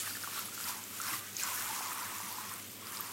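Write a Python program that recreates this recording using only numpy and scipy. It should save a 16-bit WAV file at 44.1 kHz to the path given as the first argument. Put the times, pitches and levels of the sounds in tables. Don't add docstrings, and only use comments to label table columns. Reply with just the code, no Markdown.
import sys
import numpy as np
from scipy import signal
from scipy.fft import rfft, irfft, next_fast_len
from scipy.io import wavfile
from scipy.ndimage import uniform_filter1d

SR = 44100
rng = np.random.default_rng(int(sys.argv[2]) if len(sys.argv) > 2 else 0)


def generate_wav(sig):
    pcm = np.round(np.clip(np.atleast_2d(sig).T, -1, 1) * 32767).astype(np.int16)
    wavfile.write(sys.argv[1], SR, pcm)


N = 137592

# [t/s, level/dB before the swing is widened]
PATTER_LEVEL = [(0, -40.5), (.09, -40.5), (.18, -44.5), (.32, -42), (.39, -40.5), (.5, -46.5), (.6, -42),
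                (.69, -38.5), (.77, -45.5), (.87, -48), (.97, -43), (1.1, -38.5), (1.15, -41.5),
                (1.23, -48), (1.34, -46), (1.41, -39.5), (1.5, -39), (1.72, -40), (2.06, -43.5),
                (2.22, -43.5), (2.33, -43), (2.45, -46), (2.83, -49.5), (2.92, -44.5), (3.12, -45)]
# [t/s, level/dB before the mix of large and small bubbles]
CHURN_LEVEL = [(.02, -53), (.075, -43), (.14, -60), (.32, -52.5), (.37, -43.5), (.43, -53), (.5, -67),
               (.62, -56), (.68, -45.5), (.76, -51), (.84, -61), (.98, -55), (1.045, -45.5), (1.08, -40.5),
               (1.14, -45.5), (1.18, -59), (1.27, -51), (1.36, -65), (1.435, -42.5), (1.55, -47),
               (1.69, -44), (1.92, -44.5), (1.98, -45), (2.34, -50.5), (2.52, -46.5), (2.62, -62),
               (2.75, -64), (2.83, -53.5), (3.0, -48.5), (3.12, -52)]
# [t/s, f/Hz]
BUBBLE_PITCH = [(.34, 1455), (.41, 1136), (.63, 1460), (.69, 1157), (.8, 940), (1.02, 1487), (1.09, 1134),
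                (1.38, 1610), (1.43, 1277), (1.5, 1025), (1.57, 1345), (1.7, 993), (2.05, 1168),
                (2.35, 1029), (2.65, 1350), (2.9, 1128)]
# [t/s, level/dB before fade and room, f/Hz,
# ring/cycles]
PLOP_TONES = [(0.0722, -28, 1250, 13), (0.1073, -38.5, 1421, 61), (.152, -30.5, 1730, 32),
              (0.1694, -35, 1400, 31), (.236, -28.5, 1470, 27), (.243, -28.5, 1356, 32),
              (0.2746, -26, 1110, 20), (.36, -34, 1380, 28), (.374, -32.5, 1117, 37),
              (.485, -35.5, 1230, 33), (.5229, -40, 1400, 60), (.577, -30, 1370, 28),
              (.602, -27.5, 1350, 18), (0.6544, -35, 1395, 65), (.673, -30, 990, 28),
              (0.695, -30.5, 994, 38), (1.0004, -28.5, 1350, 50), (1.079, -31, 1550, 45),
              (1.092, -36, 1065, 50), (1.135, -28.5, 1960, 59), (1.1364, -31, 1170, 50),
              (1.3967, -29.5, 2450, 43), (1.4535, -35, 1380, 65), (1.484, -36, 960, 42),
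              (1.518, -36, 995, 56), (1.5741, -34.5, 1730, 80), (1.702, -35, 874, 47),
              (1.806, -30.5, 890, 24), (1.9172, -33, 1240, 45), (2.0194, -35, 985, 51),
              (2.1208, -35.5, 988, 67), (2.2022, -27.5, 1023, 15), (2.3046, -37.5, 960, 77),
              (2.3831, -33.5, 1043, 55), (2.997, -32.5, 1194, 49)]
# [t/s, level/dB before fade and room, f/Hz]
TICK_TONES = [(0.3928, -19, 12300), (.456, -22.5, 10400), (.641, -26.5, 4900), (0.839, -27, 7200),
              (1.3674, -18, 6560), (1.435, -15, 7350), (1.86, -27, 7000), (2.184, -26.5, 7100),
              (2.326, -23, 12200), (2.5389, -24, 8300), (2.87, -31, 4960), (2.971, -28, 4860),
              (3.0075, -14.5, 13600)]
# [f/Hz, relative level/dB]
NOZZLE_COLOUR = [(500, -18.5), (1200, -2.5), (2300, 4.5), (3300, 5), (4500, 0.5), (6500, -6.5), (8000, 4),
                 (10300, -12), (12500, 2.5), (17000, -0.5)]
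SPLASH_COLOUR = [(400, -13), (800, -2.5), (1400, 1), (2300, 1.5), (3500, 0), (5000, 0.5), (7000, 1),
                 (13000, 2.5), (17000, -3)]
RUMBLE_COLOUR = [(22, -21), (40, -38), (70, -13), (100, 3.5), (145, -6), (190, 3), (340, 0.5), (500, -4.5),
                 (750, -8.5), (1600, -29)]
# [f/Hz, rms level/dB]
HUM_TONES = [(100.1, -65), (119, -79), (200.4, -69)]
# [f/Hz, level/dB before rise and fade, ring/cycles]
KNOCK_TONES = [(119.4, -49, 53), (184, -44, 24), (309, -39.5, 48)]
# [t/s, half width/s, level/dB before the room]
SLAP_SWEEPS = [(.38, 0.022, -46), (0.695, 0.024, -62), (1.116, 0.053, -57)]

NOZZLE_DB, RUMBLE_DB = -51, -56.5
PATTER_DB, PATTER_PER_S, PATTER_SPREAD_DB = 0, 9000, 3.5
PATTER_SWING = 1.2
SPURT_DB, SPURT_PER_S = 1.11, 45
FLICKER_DB, FLICKER_PER_S, FLICKER_BAND_HZ = 1.46, 30, 1530
FIZZ_DB, FIZZ_PER_S, FIZZ_HZ = -6, 950, 8320
FIZZ_OCTAVES, FIZZ_CYCLES, FIZZ_SPREAD_DB = 0.53, 20, 2.5
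CHURN_DB, CHURN_PER_S, CHURN_OCTAVES, CHURN_CYCLES, CHURN_SPREAD_DB = -1.5, 260, 0.222, 32.5, 1.7
SMALL_DB, SMALL_PER_S, SMALL_RATIO, SMALL_OCTAVES = -5, 260, 1.7, 0.415
PLUNGE_S, PLUNGE_WIDTH_S, PLUNGE_DB = 1.415, 0.044, -50
PLUNGE_HZ, PLUNGE_OCTAVES_PER_S = 1940, 10.6
SPATTER_DB, SPATTER_HZ = -41.5, 5700
SLAP_HZ, SLAP_OCTAVES, SLAP_CYCLES = 3200, 0.25, 9.2
TICK_CYCLES = 39
TRICKLE_DB, TRICKLE_PER_S = -61, 98
KNOCK_S, KNOCK_RISE_S = 1.11, 0.014
ONSET_CYCLES = 0.9
GLIDE = 0.049
RING_OCTAVES = 0.74
SCATTER_LIMIT = 1.91
ROOM_T60_S, ROOM_GAP_S = 0.46, 0.00472
ROOM_LOW_DB, ROOM_HIGH_DB = -5.5, -10
TOP_HZ = 15800


def undb(db):
    return 10 ** (np.asarray(db) / 20)


def level(x, db):
    return x * undb(db) / np.sqrt(np.mean(x ** 2))


def curve(table):
    return np.interp(np.arange(N) / SR, *np.array(table, float).T)


def walk(rate):
    hold = int(SR / rate)
    steps = np.repeat(rng.standard_normal(N // hold + 1), hold)
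    smooth = uniform_filter1d(uniform_filter1d(steps, hold), hold)
    return 1.3 * smooth[:N]


def colour(x, points):
    hz, db = np.array(points, float).T
    size = 2 * next_fast_len(N)
    f = np.maximum(np.fft.rfftfreq(size, 1 / SR), 1)
    gain = undb(np.interp(np.log(f), np.log(hz), db))
    cepstrum = irfft(np.log(gain))
    cepstrum[1:size // 2] *= 2
    cepstrum[size // 2 + 1:] = 0
    return irfft(rfft(x, size) * np.exp(rfft(cepstrum)))[:N]


def shower_of(per_s, spread_db):
    when, heavy, radius, angle = rng.random((int(per_s * N / SR), 4)).T
    times = (np.arange(len(when)) + when) / len(when) * N / SR
    sizes = undb(-spread_db * np.log(1 - heavy * .995))
    scatter = np.sqrt(-2 * np.log(1 - radius)) * np.cos(2 * np.pi * angle)
    return times, sizes, scatter


def bubbles(times, sizes, pitches, cycles):
    out = np.zeros(N)
    pitches = np.clip(pitches, 100, SR / 2 - 2000)
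    rings = cycles * np.ones(len(times))
    for s, size, hz, ring in zip(times, sizes, pitches, rings):
        start = max(int(s * SR), 0)
        length = max(min(int(ring / hz * SR), N - start), 0)
        turns = np.arange(length) * hz / SR
        age = turns / ring
        swell = 1 - np.exp(-(turns / ONSET_CYCLES) ** 2)
        fade = np.exp(-np.log(1000) * age)
        tone = np.sin(2 * np.pi * turns * (1 + GLIDE * age / 2))
        out[start:start + length] += size * swell * fade * tone
    return out


def bubble_cloud(per_s, centre_hz, octaves, cycles, spread_db):
    times, sizes, scatter = shower_of(per_s, spread_db)
    centres = np.interp(times * SR, np.arange(N), centre_hz * np.ones(N))
    limited = SCATTER_LIMIT * np.tanh(scatter / SCATTER_LIMIT)
    pitches = centres * 2 ** (octaves * limited)
    rings = cycles * 2 ** (RING_OCTAVES * rng.uniform(-1, 1, len(times)))
    return level(bubbles(times, sizes, pitches, rings), 0)


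def patter():
    times, sizes, force = shower_of(PATTER_PER_S, PATTER_SPREAD_DB)
    clicks = np.bincount((times * SR).astype(int), sizes * np.sign(force), N + 1)[:N]
    impacts = level(colour(clicks, SPLASH_COLOUR), PATTER_DB)
    fizz = bubble_cloud(FIZZ_PER_S, FIZZ_HZ, FIZZ_OCTAVES, FIZZ_CYCLES, FIZZ_SPREAD_DB)
    db = curve(PATTER_LEVEL)
    swell = undb(db.max() + PATTER_SWING * (db - db.max()) + SPURT_DB * walk(SPURT_PER_S))
    return swell * flicker(impacts + undb(FIZZ_DB) * fizz)


def flicker(x):
    spectrum = rfft(x)
    place = np.fft.rfftfreq(N, 1 / SR) / FLICKER_BAND_HZ
    out = np.zeros(N)
    for k in range(14):
        band = irfft(spectrum * np.maximum(1 - abs(place - k), 0), N)
        out += band * undb(FLICKER_DB * walk(FLICKER_PER_S))
    return out


def churn():
    hz = curve(BUBBLE_PITCH)
    large = bubble_cloud(CHURN_PER_S, hz, CHURN_OCTAVES, CHURN_CYCLES, CHURN_SPREAD_DB)
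    small = bubble_cloud(SMALL_PER_S, hz * SMALL_RATIO, SMALL_OCTAVES, CHURN_CYCLES, CHURN_SPREAD_DB)
    return undb(curve(CHURN_LEVEL)) * (undb(CHURN_DB) * large + undb(SMALL_DB) * small)


def plunge():
    since = np.arange(N) / SR - PLUNGE_S
    hz = PLUNGE_HZ * 2 ** np.clip(-PLUNGE_OCTAVES_PER_S * since, -1, 1)
    growing = undb(PLUNGE_DB) * bubble_cloud(500, hz, octaves=0.17, cycles=30, spread_db=-2.0)
    spatter = undb(SPATTER_DB) * bubble_cloud(800, SPATTER_HZ, octaves=0.32, cycles=24, spread_db=2.1)
    return np.exp(-(since / PLUNGE_WIDTH_S) ** 2) * (growing + spatter)


def slaps():
    t = np.arange(N) / SR
    swell = sum(undb(db) * np.exp(-((t - s) / width) ** 2) for s, width, db in SLAP_SWEEPS)
    return swell * bubble_cloud(1500, SLAP_HZ, SLAP_OCTAVES, SLAP_CYCLES, spread_db=3.0)


def plops():
    times, db, hz, cycles = np.array(PLOP_TONES, float).T
    return bubbles(times, undb(db), hz, cycles)


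def ticks():
    times, db, hz = np.array(TICK_TONES, float).T
    return bubbles(times, undb(db), hz, TICK_CYCLES)


def trickle():
    return undb(TRICKLE_DB) * bubble_cloud(TRICKLE_PER_S, 10700, octaves=0.32, cycles=9, spread_db=9.5)


def knock():
    age = np.maximum(np.arange(N) / SR - KNOCK_S, 0)
    ring = np.zeros(N)
    for hz, db, cycles in KNOCK_TONES:
        fade = np.exp(-np.log(1000) * age * hz / cycles)
        ring += undb(db) * np.sin(2 * np.pi * hz * age) * fade
    return ring * (1 - np.exp(-(age / KNOCK_RISE_S) ** 2))


def nozzles():
    return level(colour(rng.standard_normal(N), NOZZLE_COLOUR), NOZZLE_DB)


def background():
    t = np.arange(N) / SR
    hum = sum(level(np.sin(2 * np.pi * (hz * t + rng.random())), db) for hz, db in HUM_TONES)
    rumble = level(colour(rng.standard_normal(N), RUMBLE_COLOUR), RUMBLE_DB)
    return hum + rumble


def bathroom(x, wet_db):
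    t = np.arange(SR // 2) / SR
    tail = rng.standard_normal(len(t)) * np.exp(-np.log(1000) * t / ROOM_T60_S) * (t > ROOM_GAP_S)
    wet = signal.fftconvolve(x, tail / np.sqrt(np.sum(tail ** 2)))[:N]
    return (x + undb(wet_db) * wet) / np.hypot(1, undb(wet_db))


def scene():
    low = bathroom(churn() + plops(), ROOM_LOW_DB)
    high = bathroom(patter() + plunge() + slaps() + trickle() + ticks(), ROOM_HIGH_DB)
    return (low + high + knock() + nozzles() + background())[None]


def record(dry):
    steep = signal.ellip(10, .2, 80, TOP_HZ, fs=SR, output="sos")
    return signal.sosfilt(steep, dry)


dry = scene()
out = record(dry)
generate_wav(out)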